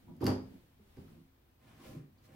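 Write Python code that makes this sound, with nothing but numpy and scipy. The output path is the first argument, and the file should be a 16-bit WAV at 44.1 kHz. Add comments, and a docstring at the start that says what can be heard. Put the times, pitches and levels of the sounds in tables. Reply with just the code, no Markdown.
"""A small, hard bathroom, with a close pair of microphones at the tub. Pliers drop into the metal drain:
steel ticks and rings on steel, and each blow makes the hollow tub boom. Light taps, soft bumps and a
dull rumble follow as the hand and pliers shift. Then the hand turns the loose drain flange, whose tiny
slips in the thread scrape softly and ring pipe and tub. Behind it all, arm rustle and quiet room tone."""
import sys
import numpy as np
from scipy import signal
from scipy.fft import rfft, irfft
from scipy.io import wavfile

SR = 44100
rng = np.random.default_rng(int(sys.argv[2]) if len(sys.argv) > 2 else 0)


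def unload_wav(signal):
    """Save mono or channel-first audio to the path in sys.argv[1] as 16-bit WAV at rate SR, clipped to [-1, 1]."""
    wavfile.write(
        sys.argv[1],
        SR,
        np.round(np.clip(np.atleast_2d(signal).T, -1, 1) * 32767).astype(np.int16),
    )


N = 103635

# Modes of the tub when rubbed. Each row: pitch in Hz, relative level in dB, t60 in seconds.
DRONE_MODES = [(158.2, -5, 0.37), (267.5, -2, 0.38), (342.3, -6.5, 0.22)]


def pliers(crack_s=0.0018, rise_s=0.0003):
    """Steel on steel: light contacts mostly tick, firm ones also ring the pliers and the flange."""
    # Each row: start in seconds, then level, tick's treble tilt, tick's room tail and ring trim, in dB.
    clinks = [(0.165, -37, 7, 0, -20), (0.205, -29.5, -4.5, 10.5, -6), (0.2158, -22.5, 4, 3, -18),
              (0.2362, -22.5, 1.5, 4.5, -17), (0.2421, -11, 3.5, -8, -7), (0.2554, -13.5, 0, 4, 1),
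              (0.266, -0.5, -1.5, 0.5, 1), (0.2814, -19.5, -3.5, 8, -1.5), (0.3021, -13, -3.5, -4.5, 1.5),
              (0.9692, -34.5, -3, 3.5, -25)]
    # Modes of pliers and flange. Each row: pitch in Hz, relative level in dB, t60 in seconds.
    steel_modes = [(1480, -7, .02), (2130, 0, .032), (2790, 6, .028), (4620, 9, .022), (4620, -6, .15),
                   (4740, -10, .34), (4850, 2, .022), (5010, 7, .02), (5060, -10, .17), (11100, -2, .011),
                   (11600, 0, .012)]
    # Spectrum of the tick. Each row: frequency in Hz, gain in dB.
    crack_colour = [(200, -35.5), (1200, 3), (2150, -3.5), (2450, -6.5), (3100, -6), (4200, -10.5),
                    (4550, 0.5), (5000, 4.5), (5300, -4.5), (8000, -12), (9200, -11), (10000, -16),
                    (11200, -3.5), (12800, -9.5), (16000, -18)]
    out, t = np.zeros((2, N)), np.arange(SR // 2) / SR
    for s, db, tilt_db, wet_db, ring_db in clinks:
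        burst = rfft(rng.standard_normal(len(t)) * t * np.exp(-2 * t / crack_s))
        crunch = irfft(burst / (abs(burst) + 1e-12), len(t))[:SR // 100]  # flattened spectrum
        crack = amp(-6) * signal.fftconvolve(crunch, impulse(crack_colour))
        tilt = impulse([(1500, -2 * tilt_db), (12000, tilt_db)], size=256)
        tick = signal.fftconvolve(crack, tilt)
        chime = amp(ring_db - 44) * ring(steel_modes, size=len(t)) * (1 - np.exp(-t / rise_s))
        add(out, s, amp(db) * bathroom(tick, wet_db))
        add(out, s, amp(db) * bathroom(chime, wet_db=-11))
    return out


def tub_knocks():
    """Each blow thuds and rings the hollow tub, some duller, some thinner."""
    # Each row: start in seconds, gain in dB, low-pass and high-pass corners in Hz, thud trim in dB.
    knocks = [(0.2099, 2.5, 347, 225, -1), (.222, 1, 1060, 850, 2), (0.2315, 10, 316, 125, -7.5),
              (0.2718, 6, 970, 68, 0.5), (0.3112, 2.5, 760, 247, -2), (.971, -18.5, 598, 69, -4)]
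    # Spectrum of the thud. Each row: frequency in Hz, gain in dB.
    thud_colour = [(30, -34.5), (60, -10), (100, -9.5), (300, -13.5), (1100, -15.5), (2000, -28),
                   (4000, -16.5), (16000, -45)]
    out, ringing = np.zeros((2, N)), tub_boom()
    for s, db, top_hz, low_hz, thud_db in knocks:
        thud = bathroom(amp(4.5 + thud_db) * impulse(thud_colour), wet_db=11.5)[:, :SR]
        dulled = signal.sosfilt(signal.butter(2, top_hz, fs=SR, output="sos"), thud + ringing)
        thinned = signal.sosfilt(signal.butter(2, low_hz, "high", fs=SR, output="sos"), dulled)
        add(out, s, amp(db) * thinned)
    return out


def tub_boom(rise_s=0.0018, spread_s=0.00015):
    """Each pitch of the wide tub's boom reaches one microphone before the other, sides alternating."""
    # Pitches in the tub's boom under the quick run of blows.
    # Each row: pitch in Hz, relative level in dB, t60 in seconds.
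    boom_pitches = [(98.2, -1.5, 0.47), (127.8, 3, 0.16), (164, -12.5, 0.84), (206.8, -0.5, 0.29),
                    (259, 1, 0.42), (300.6, 5, 0.11), (362.5, 0, 0.26), (402, -5.5, 0.31),
                    (523.8, -6, 0.34), (598, -10.5, 0.3), (801, -6.5, 0.2), (948.5, -1.5, 0.076)]
    t = np.arange(SR) / SR
    lead = spread_s / 2 * np.array([[-1], [1]])
    ringing = sum(amp(db - 60 * t / t60) * np.sin(2 * np.pi * hz * (t + (-1) ** k * lead))
                  for k, (hz, db, t60) in enumerate(boom_pitches))
    return amp(-37) * ringing * (1 - np.exp(-t / rise_s))


def flange(slips_per_s=3000, spread_db=2):
    """Tiny slips in the thread rasp, ring the hollow drain pipe and set the tub droning."""
    # The turn. Each row: time in seconds, then relative levels of rub, tub drone and pipe ring in dB.
    turn = [(1.57, -91.5, -80.5, -96), (1.63, -71.5, -69, -81.5), (1.69, -69.5, -64, -90),
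            (1.78, -71, -63.5, -84.5), (1.855, -62.5, -58, -63.5), (1.90, -72, -53, -64.5),
            (1.955, -78.5, -53.5, -71.5), (2.0, -79, -64.5, -103), (2.05, -99, -87, -99),
            (2.21, -81.5, -69.5, -85), (2.255, -75.5, -69.5, -77.5), (2.35, -69.5, -62, -72)]
    # Spectra of the thread's rub and the tub's drone. Each row: frequency in Hz, relative level in dB.
    rub_colour = [(200, -13), (650, 5), (1100, -2.5), (2000, -4), (2750, -4), (4500, -14.5), (8000, -18),
                  (12000, -20), (16000, -23.5)]
    drone_colour = [(40, -28), (90, 5.5), (160, 5), (270, 0.5), (400, -6.5), (620, -40), (1000, -10.5),
                    (3000, -33.5)]
    # Modes of the pipe under the flange. Each row: pitch in Hz, relative level in dB, t60 in seconds.
    pipe_modes = [(541.5, -4.5, 0.13), (628, 6.5, 0.052), (792, 0, 0.053)]
    # Quick strokes of fingers and thread. Each row: middle and half width in seconds, level in dB.
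    swishes = [(1.884, 0.059, -63.5), (2.258, 0.017, -69)]
    # Spectrum of their hiss. Each row: frequency in Hz, relative level in dB.
    hiss_colour = [(1000, -31), (3000, 1), (5500, 0), (8500, -6.5), (12000, -2.5), (16000, -5)]
    t = np.arange(N) / SR
    slips = (rng.random(N) < slips_per_s / SR) * rng.standard_normal(N)
    slips *= amp(spread_db * np.minimum(rng.exponential(1, N), 4))  # a few catch harder
    push = level(turn, column=2)
    rub = unit(colour(slips, rub_colour)) * level(turn)
    rumble = amp(-6.5) * unit(colour(slips, drone_colour)) * push
    drone = amp(-0.5) * resonate(unit(slips) * push, DRONE_MODES)
    pipe = resonate(unit(slips) * level(turn, column=3), pipe_modes)
    scrape = bathroom(rub + rumble + pipe, wet_db=1.5)
    strokes = sum(amp(db) * np.exp(-.5 * ((t - s) / width) ** 2) for s, width, db in swishes)
    return scrape + drone + strokes * coloured_noise(hiss_colour)


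def taps():
    """Fingers and metal make damped tocks with one main pitch; the grittier ones are short scratches."""
    # Each row: start in seconds, pitch in Hz, level in dB, swell in seconds, grit from 0 to 1.
    touches = [(0.079, 975, -60, 0.0054, 0.53), (0.208, 327, -37.5, 0.0097, 0.03),
               (0.795, 408, -60.5, 0.0029, 0.28), (0.9722, 382, -48, 0.0031, .35),
               (1.079, 1296, -65, 0.0027, 0.5), (1.802, 1265, -56.5, 0.0056, 1),
               (1.931, 2600, -55.5, 0.00098, 0.82), (2.181, 4710, -70.5, 0.0027, .3)]
    out, t = np.zeros(N), np.arange(SR // 8) / SR
    for s, hz, db, swell_s, grit in touches:
        band = [(hz / 4, -35), (hz / 1.4, -14), (hz, 0), (hz * 0.96, -14), (hz * 4, -40), (SR / 2, -80)]
        scratch = np.sqrt(grit / 2) * unit(colour(rng.standard_normal(len(t)), band))
        tock = np.sqrt(1 - grit) * np.sin(2 * np.pi * hz * t)
        envelope = t / swell_s * np.exp(1 - t / swell_s)
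        add(out, s, amp(db) * envelope * (tock + scratch))
    return bathroom(out, wet_db=-1)


def presses(rise_s=0.0058, t60_s=0.42):
    """Low, round bumps of a hand leaning on the tub or rocking the flange."""
    # Each row: start in seconds, pitch in Hz, level in dB.
    bumps = [(0.801, 206, -58), (0.9834, 83, -49.5), (1.9653, 148, -41), (1.9963, 142.2, -43.5)]
    out, t = np.zeros(N), np.arange(SR // 4) / SR
    rise = t / rise_s
    swell = rise * np.exp(1 - rise)
    tail = amp(-8 - 60 * t / t60_s) * np.minimum(rise, 1)
    for s, hz, db in bumps:
        add(out, s, amp(db) * (swell + tail) * np.sin(2 * np.pi * hz * t))
    return out


def shifting():
    """Dull friction of the hand and the settling pliers makes the tub rumble."""
    # Strength of the friction. Each row: time in seconds, relative level in dB.
    friction = [(0, -71), (.06, -62), (.105, -48), (.135, -56), (.18, -55), (.47, -73), (.52, -52.5),
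                (.56, -54.5), (.62, -77), (.96, -83.5), (.985, -52), (1.07, -61), (1.12, -58),
                (1.18, -56.5), (1.24, -69.5), (1.33, -90.5)]
    # Spectrum of the rumble. Each row: frequency in Hz, relative level in dB.
    rumble_colour = [(30, -12), (60, -19), (90, 3), (120, -8.5), (158, 2.5), (215, 4), (265, 4), (320, -13),
                     (450, -16.5), (700, -17), (1500, -36), (5000, -56)]
    force = level(friction)
    drone = resonate(force * rng.standard_normal(N), DRONE_MODES)
    return amp(-0.5) * force * coloured_noise(rumble_colour) + amp(-6) * drone


def background():
    """Quiet room tone and the soft rustle of the moving arm."""
    # The arm's rustle. Each row: time in seconds, level in dB.
    rustle = [(0, -69), (.18, -74), (.54, -65.5), (.77, -74.5), (.83, -71), (.98, -65.5), (1.12, -65.5),
              (1.24, -74.5), (1.5, -100)]
    # Spectra of room tone and rustle. 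Each row: frequency in Hz, relative level in dB.
    room_colour = [(20, -21.5), (40, -5.5), (90, -2), (160, -16.5), (500, -20.5), (900, -24), (4000, -32),
                   (7000, -39), (10000, -38.5), (15500, -30)]
    rustle_colour = [(100, 12.5), (600, -2.5), (1500, -5.5), (3200, -7), (7000, -16), (11000, -14.5),
                     (16000, -14)]
    return amp(-68) * coloured_noise(room_colour) + level(rustle) * coloured_noise(rustle_colour)


def bathroom(x, wet_db, build_s=0.0023):
    """Close reflections, then a diffuse tail that dies faster in the treble."""
    # Decay of the room. Each row: frequency in Hz, t60 in seconds.
    decay = [(80, 0.6), (250, 0.63), (700, 0.37), (2000, 0.37), (5000, 0.35), (14000, 0.21)]
    # Direct sound and reflections off the tub walls. Each row: delay in seconds, left gain, right gain.
    paths = [(0, 0.64, 1), (.0017, 0.052, 0.12), (.0039, 0.33, 0.04)]
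    hz, t, spectra = signal.stft(diffuse_noise(SR), SR, nperseg=256)
    response = signal.istft(spectra * amp(-60 * t / read(decay, hz)[:, None]), SR)[1]
    response *= 1 - np.exp(-np.arange(response.shape[1]) / SR / build_s)
    response *= amp(wet_db) / np.linalg.norm(response[0])
    for s, left, right in paths:
        add(response, s, np.array([[left], [right]]))
    return signal.fftconvolve(x[None], response, axes=1)[:, :N]


def diffuse_noise(size):
    """Diffuse noise at two close microphones, nearly alike in the bass."""
    # Each row: frequency in Hz, left-right correlation.
    correlation = [(30, 0.95), (200, 0.93), (400, 0.23), (800, 0.067), (1400, -0.14), (14000, -0.096)]
    a, b = rfft(rng.standard_normal((2, size)))
    alike = read(correlation, np.fft.rfftfreq(size, 1 / SR))
    mid, side = a * np.sqrt((1 + alike) / 2), b * np.sqrt((1 - alike) / 2)
    return irfft(np.array([mid + side, mid - side]), size)


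def coloured_noise(points):
    """Diffuse noise with the given spectrum, at rms 1."""
    return unit(colour(diffuse_noise(N), points))


def ring(modes, size=SR):
    """Dying sines of a struck object."""
    t = np.arange(size) / SR
    return sum(amp(db - 60 * t / t60) * np.sin(2 * np.pi * hz * t) for hz, db, t60 in modes)


def resonate(force, modes):
    """A continuous force drives an object's modes."""
    response = ring(modes)
    return signal.fftconvolve(force, response / np.linalg.norm(response))[:N]


def impulse(points, size=4096):
    """A causal click with the given spectrum."""
    log_gain = np.log(amp(read(points, abs(np.fft.fftfreq(size, 1 / SR)))))
    minimum_phase = np.exp(np.conj(signal.hilbert(log_gain)))
    return np.fft.ifft(minimum_phase).real[:size // 2]


def colour(x, points):
    """Filters by a spectrum."""
    size = x.shape[-1]
    return irfft(rfft(x) * amp(read(points, np.fft.rfftfreq(size, 1 / SR))), size)


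def read(points, hz):
    """Reads a table on a log-frequency axis."""
    f, value = np.transpose(points)
    return np.interp(np.log(hz + 1), np.log(f + 1), value)


def level(rows, column=1):
    """One dB column of a curve as a gain per sample."""
    rows = np.array(rows)
    return amp(np.interp(np.arange(N) / SR, rows[:, 0], rows[:, column]))


def amp(db):
    """Decibels to gain."""
    return 10 ** (np.asarray(db) / 20)


def unit(x):
    """Scales to rms 1."""
    return x / np.sqrt(np.mean(x ** 2) + 1e-20)


def add(mix, s, sound):
    """Mixes a sound in at s seconds."""
    part = mix[..., max(round(s * SR), 0):][..., :sound.shape[-1]]
    part += sound[..., :part.shape[-1]]


def scene():
    """All sources at the two microphones."""
    return tub_knocks() + pliers() + taps() + presses() + shifting() + flange() + background()


def record(dry, edge_hz=15900):
    """The two microphone ports colour the sound differently, and the highest treble is cut."""
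    # Each row: frequency in Hz, dB added on the left and taken from the right.
    ports = [(100, 0.6), (300, -1), (450, -2), (700, 0.67), (15000, 0.2)]
    left = colour(dry[0], ports)
    right = colour(dry[1], [(hz, -db) for hz, db in ports])
    lowpass = signal.firwin(511, edge_hz, window=("kaiser", 9), fs=SR)
    return signal.oaconvolve(np.array([left, right]), lowpass[None], "same")


dry = scene()
out = record(dry)
unload_wav(out)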